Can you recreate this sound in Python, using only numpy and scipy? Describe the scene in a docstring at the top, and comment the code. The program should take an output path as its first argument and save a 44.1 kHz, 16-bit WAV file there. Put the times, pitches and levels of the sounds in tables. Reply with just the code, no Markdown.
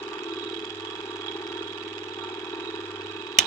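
"""A small film projector runs close to a phone with two differently voiced microphone ports.
From the start, each turn of the claw cam thuds the hollow housing and strikes the ringing metal parts.
Random gear rattle, bright noise ticks, hissing fan air and a wavering motor hum run along with it.
Near the end a finger snaps the toggle switch: short rings, softer lever knocks, crackle and a room tail.
The phone clips whatever is too loud for it; after the snap the mechanism is louder."""
import sys
import numpy as np
from scipy import signal
from scipy.fft import rfft, irfft
from scipy.io import wavfile
from scipy.ndimage import uniform_filter1d

SR = 44100
rng = np.random.default_rng(int(sys.argv[2]) if len(sys.argv) > 2 else 0)


def master(y):
    """Save y as 16-bit WAV."""
    cut = np.clip(np.atleast_2d(y).T, -1, 1)
    pcm = np.round(cut * 32767)  # scale
    wavfile.write(sys.argv[1], SR, pcm.astype(np.int16))


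N = 152586  # length in samples


def undb(db):
    """Turn decibels into a gain."""
    return 10 ** (np.asarray(db) / 20)


def unit(x):
    """Scale to an rms (average strength) of 1."""
    return x / np.sqrt(np.mean(x ** 2))


def ring(x, hz, t60):
    """One ringing tone (a mode): fades by 60 dB in t60 seconds, gain 1 at its centre."""
    r = np.exp(-np.log(1000) / (t60 * SR))
    top = [(1 - r * r) / 2, 0, -(1 - r * r) / 2]
    bottom = [1, -2 * r * np.cos(2 * np.pi * hz / SR), r * r]
    return signal.lfilter(top, bottom, x)


def band(x, order, hz, kind="low"):
    """Butterworth filter: keep the lows, the highs or a band."""
    return signal.sosfilt(signal.butter(order, hz, kind, fs=SR, output="sos"), x)


def clicks(seconds, size):
    """Very short blows at given times, each shared between two neighbouring samples."""
    at = np.clip(np.ravel(seconds) * SR, 0, N)
    i = at.astype(int)
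    size = np.ravel(size) * (at > 0)
    early = np.bincount(i, size * (1 - at + i), N + 2)
    late = np.bincount(i + 1, size * (at - i), N + 2)
    return (early + late)[:N]


def walk(rate_hz):
    """Slow random wander, rms 1: random steps at this rate, smoothed twice."""
    k = int(SR / rate_hz)
    steps = np.repeat(rng.standard_normal(200), k)[:N]
    return unit(uniform_filter1d(uniform_filter1d(steps, k), k))


def turns():
    """Start time of every turn of the cam, which runs a little early or late."""
    cycle_hz = 19.455
    # How late the cam runs. Each row: time in seconds, lateness in ms.
    lateness = [(0.03, 0.81), (0.44, 0.068), (0.85, -0.75), (1.26, -0.062), (1.67, -0.19), (2.08, 0.17),
                (2.49, 0.47), (2.9, -0.19), (3.32, 0.67)]
    t = np.arange(-1, N / SR * cycle_hz)[:, None] / cycle_hz
    return t + np.interp(t, *np.array(lateness).T) / 1000


def drive(column):
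    """Gain curve of one layer as it grows stronger and weaker."""
    # Each row: time in seconds, thud level in dB, level of the casing and plate rings in dB,
    # claw ring in dB, spring ring in dB.
    drive_levels = [(0, 5, 0.5, -7, -2), (.15, 2.5, 5.5, -2.5, -4), (.4, 5, 2, 2, 5.5), (.55, 4, 1.5, 3, 3),
                    (.8, 0, 1, 1, 1), (.9, 2, 3.5, 6, -1.5), (1.08, 3.5, 3.5, 0.5, 1.5),
                    (1.26, 0.5, 4, 4, -1), (1.42, 3.5, 3.5, -2.5, 0), (1.6, 4, 3, 8, 3),
                    (1.8, 1, 2.5, 4.5, 4.5), (2.0, 3, 0, 0.5, -3), (2.25, 3, 4.5, 1, 2),
                    (2.45, 2.5, 3.5, 3, -0.5), (2.65, 3.5, 4.5, 1.5, 4), (2.85, 2.5, 4, -2.5, 1),
                    (3.0, 2.5, 3, -1.5, 3), (3.15, 1.5, 2.5, 0.5, 3.5), (3.4, 2.5, 0.5, 0, 5)]
    table = np.array(drive_levels)
    return undb(np.interp(np.arange(N) / SR, table[:, 0], table[:, column]))


def housing():
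    """Soft thuds and a loose shudder ring the hollow housing; its tones swell slowly."""
    # Thuds of one turn. Each row: ms into the turn, level in dB, direction and size of the push.
    thuds = [(3.37, -4, 1), (13.635, 8.5, 0.74), (21.69, -9.5, 1), (43.27, 5.5, 0.72)]
    # Housing tones over its boom. Each row: Hz, fade time t60 in seconds, level in dB, swell in dB.
    housing_modes = [(254, 0.1, -10, 14), (332.3, 0.26, -5.5, 6.5), (425.9, 0.23, -2, 1),
                     (505, 0.19, -21, 0)]
    jitter_ms, scatter_db = .35, 1.1
    shudder_db, push_ms, thud_db = -9.5, 1.48, -40.5
    swell_s, swell_top_s = 1.157, 0.36  # one swell lasts swell_s and peaks at swell_top_s

    ms, db, way = np.array(thuds).T
    start = turns()
    chance = rng.standard_normal((len(start), len(ms), 2))
    when = start + (ms + jitter_ms * chance[..., 0]) / 1000
    blows = clicks(when, way * undb(db + scatter_db * chance[..., 1]))
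    push = unit(blows) + undb(shudder_db) * rng.standard_normal(N)
    # a soft push spreads each blow over a short hump
    push = np.convolve(push, np.hanning(push_ms * SR / 1000))[:N]

    swell = np.cos(2 * np.pi * (np.arange(N) / SR - swell_top_s) / swell_s)
    boom = band(push, 3, [318, 436.8], "band")
    tones = sum(undb(level_db + swell_db * swell) * ring(boom + push / 10, hz, t60)
                for hz, t60, level_db, swell_db in housing_modes)
    return unit(boom + tones) * undb(thud_db) * drive(1)


def cam_strokes():
    """Sharp strokes on every turn, plus a few harder knocks, for each part."""
    # Strokes of one turn. Each row: ms into the turn, dB into the casing, dB into the gate plate,
    # dB into the claw, dB into the spring, bright tick in dB.
    turn_strokes = [(0.5, -5, -6, -14, -3, -10), (6.5, -3, -7, -2, -12, -6), (11.3, 0, -7, -9, 0, -20),
                    (15.5, -2, -14, -16, -6, -22), (23, -6, -6, -14, -8, -15), (26.6, 0, -12, -12, -14, -3),
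                    (28.3, -2, 0, 0, -9, -3), (33, -2, -14, -14, -16, -22), (35.5, -4, -5, -6, -9, 2),
                    (39.5, -4, -16, -5, -18, -14), (48.5, -3, -12, -1, -20, -9)]
    # Single harder knocks. Each row: time in seconds, dB into casing and plate,
    # dB into claw and spring, bright tick in dB.
    hard_knocks = [(0.543, -3, -2, -5), (0.702, -3, -2, -6), (1.2812, 2, 8, -20), (1.9795, 3, 1, -1),
                   (3.268, -4, -2, -6)]
    # Random spread of the stroke level in dB: casing, plate, claw, spring, bright tick.
    stroke_scatter_db = [2, 1.5, 2.5, 2.5, 1]
    jitter_ms = .22

    table, hard, start = np.array(turn_strokes), np.array(hard_knocks), turns()
    chance = rng.standard_normal((len(start), len(table), 6))
    when = start + (table[:, 0] + jitter_ms * chance[..., 0]) / 1000
    parts = []
    for k, scatter_db in enumerate(stroke_scatter_db):
        regular = clicks(when, undb(table[:, k + 1] + scatter_db * chance[..., k + 1]))
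        knocks = clicks(hard[:, 0], undb(hard[:, 1 + k // 2]))
        parts.append(unit(regular + knocks))
    return parts


def gear_rattle():
    """Loose gears: many small blows at random times, sizes and directions, for each port."""
    rattle_per_s, spread_db = 800, 2.0
    loose = rng.random((2, 8000, 3))[:, :int(rattle_per_s * N / SR)]
    ports = []
    for at, size, way in loose.transpose(0, 2, 1):
        sizes = undb(-spread_db * np.log(size))  # mostly small, now and then large
        ports.append(unit(clicks(at * N / SR, np.sign(way - .5) * sizes)))
    return np.array(ports)


def metal_parts(strokes, rattle, rattle_db, gains):
    """Strokes and rattle ring the metal parts; each tone wavers in level."""
    # Metal tones. Each row: Hz, fade time t60 in seconds, left level in dB, right level in dB.
    metal_modes = [(825.4, 0.02, -20.5, -17), (907.3, 0.039, -11, -13.5), (1159.6, 0.05, -13.5, -10),
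                   (1349, 0.06, -29, -10), (1570, 0.04, -26.5, -14), (1752, 0.034, -27, -13),
                   (1846, 0.055, -19, -20), (2277, 0.028, -19, -22.5), (2560, 0.023, -31, -10),
                   (3322, 0.025, -33, -5.5), (3811, 0.029, -27.5, -7), (3920, 0.03, -25.5, -24),
                   (4500, 0.018, -34.5, -35.5), (7100, 0.018, -37, -53)]
    part_from_hz = [2100, 3000, 3600, 4200]  # where plate, claw, spring and bright part begin
    shared_under_hz = 1100  # above this each port hears its own share of the rattle
    waver_db, waver_hz = 1.3, 6
    out = np.zeros((2, N))
    for hz, t60, left_db, right_db in metal_modes:
        part = np.searchsorted(part_from_hz, hz)
        loose = rattle if hz > shared_under_hz else rattle[[0, 0]]
        blows = unit(strokes[part] + undb(rattle_db[part]) * loose)
        tone = ring(ring(blows, hz, t60 / 4), hz, t60)  # the first ring softens the onset
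        out += undb([[left_db], [right_db]]) * tone * undb(waver_db * walk(waver_hz)) * gains[part]
    return out


def fan_air():
    """Fan hiss: noise whose bass is common to both ports and whose treble is separate."""
    shared, own = rng.standard_normal(N), rng.standard_normal((2, N))
    return band(own + band(shared - own, 1, 1500), 1, 18000)


def gate_ticks(strokes, rattle, rattle_db):
    """Bright bursts of noise that chatter briefly after each stroke and rattle blow."""
    chatter_ms = 1.7  # each burst is strongest after half this time
    u = np.arange(SR // 50) * 1000 / SR / chatter_ms
    blows = strokes[-1] + undb(rattle_db[-1]) * abs(rattle[0])
    chatter = unit(np.convolve(blows, u * np.exp(-2 * u))[:N])
    return band(chatter * rng.standard_normal((2, N)), 1, [2600, 9000], "band")


def colour(x, column):
    """Filter a sound to one port's broad colour, with the energy as early as possible."""
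    # Broad colour between the metal tones. Each row: Hz, left level in dB, right level in dB.
    broad_colour = [(30, -17.5, -14.5), (60, -30.5, -20), (151, -19.5, -29), (230, -14, -14.5),
                    (450, -22, -20.5), (600, -29.2, -23.5), (755, -21.5, -17), (1110, -13, -28),
                    (1430, -19.5, -16), (2070, -27.5, -22.5), (2470, -30, -20), (3080, -32.5, -15.1),
                    (3500, -31, -22), (4030, -32.5, -30.5), (4780, -29.5, -31), (5830, -35.5, -36),
                    (6800, -35, -51), (7480, -33.5, -47), (8290, -45.5, -48.5), (10450, -54, -52.5),
                    (12000, -57, -51), (15500, -60, -64)]
    table = np.array(broad_colour)
    hz = np.arange(1025) * SR / 2048 + 1
    level_db = np.interp(np.log(hz), np.log(table[:, 0]), table[:, column])
    # folding the cepstrum (the spectrum of the log levels) makes the filter minimum-phase
    cepstrum = irfft(level_db * np.log(10) / 20)
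    cepstrum[1:1024] *= 2
    cepstrum[1025:] = 0
    return signal.fftconvolve(x, irfft(np.exp(rfft(cepstrum))))[:N]


def mechanism():
    """Ringing metal parts, with ticks and fan air filling the gaps between their tones."""
    # Loose rattle against the strokes in dB: casing, plate, claw, spring, bright tick.
    rattle_db = [-3, -5, -8, -9, -16]
    tick_start_db, tick_fade_db_per_s = 8, 1
    fan_db, tick_db, machine_db = -4, -3.5, -16.5
    jolt_s, jolt_db = 3.405, 8  # after the switch the whole mechanism is louder

    t = np.arange(N) / SR
    strokes, rattle = cam_strokes(), gear_rattle()
    bright_gain = undb(tick_start_db - tick_fade_db_per_s * t)
    # casing and plate share one gain curve
    gains = [drive(2), drive(2), drive(3), drive(4), bright_gain]
    out = metal_parts(strokes, rattle, rattle_db, gains)

    air = fan_air()
    ticks = gate_ticks(strokes, rattle, rattle_db)
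    for c in range(2):
        out[c] += colour(undb(tick_db) * bright_gain * ticks[c] + undb(fan_db) * air[c], c + 1)
    return out * undb(machine_db + jolt_db * (t > jolt_s))


def hum():
    """Motor hum: steady mains tones whose level wavers together."""
    # Each row: Hz, rms level in dB before the waver.
    hum_tones = [(99.9, -57), (199.8, -82)]
    waver_db, waver_hz = 3, 6.9
    t = np.arange(N) / SR
    tones = sum(np.sqrt(2) * undb(db) * np.sin(2 * np.pi * hz * t) for hz, db in hum_tones)
    return tones * undb(waver_db * walk(waver_hz))


def switch():
    """The toggle's contacts, duller lever knocks and crackling loose bits ring the switch and the room."""
    # Hits of the contacts. Each row: time in seconds, level in dB.
    snap_hits = [(3.38705, 0), (3.38876, -1)]
    # Softer lever knocks: a faint tick just before the snap, then bounces after it.
    # Each row: time in seconds, level in dB.
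    lever_knocks = [(3.3865, -17), (3.3907, -9.5), (3.3932, -14.5), (3.3955, -16), (3.403, -17),
                    (3.4195, -32), (3.4228, -40), (3.4445, -31), (3.4545, -33)]
    # Switch tones. Each row: Hz, fade time t60 in seconds, left level in dB, right level in dB.
    switch_modes = [(109, 0.094, -43, -36), (328, 0.024, -27, -17.5), (740, 0.0048, -40, -6.5),
                    (920, 0.0029, -13, -5), (1530, 0.032, -20.5, -31), (2136, 0.02, -44, -10),
                    (2606, 0.0039, 0.5, 2), (3010, 0.0087, -38, 4.5), (3570, 0.011, -22, 0.5),
                    (4160, 0.028, -18.5, -31), (5120, 0.012, -12, -9), (5765, 0.0056, 3, -6.5),
                    (6430, 0.027, -23, -18), (7190, 0.0071, -3, -35), (7900, 0.0057, -31, -37),
                    (10550, 0.0016, 1.5, -18), (13700, 0.0044, -13, -25)]
    knock_top_hz, switch_db, room_db = 4250, 0.5, -23
    crackle_db, crackle_t60_s, crackle_per_s = -23, .03, 3000

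    snaps, knocks = (clicks(at, undb(db))
                     for at, db in (np.array(snap_hits).T, np.array(lever_knocks).T))
    after = np.arange(200) / crackle_per_s
    size = rng.standard_normal(200) * undb(crackle_db - 60 * after / crackle_t60_s)
    crackle = clicks(snap_hits[0][0] + after, size)
    hits = snaps + band(knocks, 3, knock_top_hz) + crackle

    direct = 0
    for hz, t60, left_db, right_db in switch_modes:
        # scaled so that the table's dB sets the size of the first swing
        tone = ring(hits, hz, t60) * t60 * SR / (2 * np.log(1000))
        direct = direct + undb([[left_db], [right_db]]) * tone
    direct = direct * undb(switch_db)
    return direct + undb(room_db) * signal.fftconvolve(direct, room_tail(), axes=1)[:, :N]


def room_tail():
    """Short room echo for each port: fading noise of energy 1 that builds up at first."""
    t60_s, build_up_ms, top_hz = 0.16, 5.4, 6800
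    t = np.arange(SR // 4) / SR
    fade = undb(-60 * t / t60_s) * np.clip(t * 1000 / build_up_ms, 0, 1)
    tail = band(rng.standard_normal((2, len(t))) * fade, 2, top_hz)
    return tail / np.sqrt(np.sum(tail ** 2, axis=1, keepdims=True))


def scene():
    """Projector and switch at the two ports; the machine reaches the right port a little later."""
    right_lag_ms = .15
    machine = housing() + mechanism()
    machine[1] = np.interp(np.arange(N) - right_lag_ms * SR / 1000, np.arange(N), machine[1])
    return machine + hum() + switch()


def record(dry):
    """The phone clips loud peaks, thins the deepest bass and cuts the top."""
    clip, low_hz, top_hz = 1.0, 55, 15650
    thin = band(np.clip(dry, -clip, clip), 1, low_hz, "high")
    return signal.sosfilt(signal.ellip(8, .2, 70, top_hz, fs=SR, output="sos"), thin)


dry = scene()
out = record(dry)
master(out)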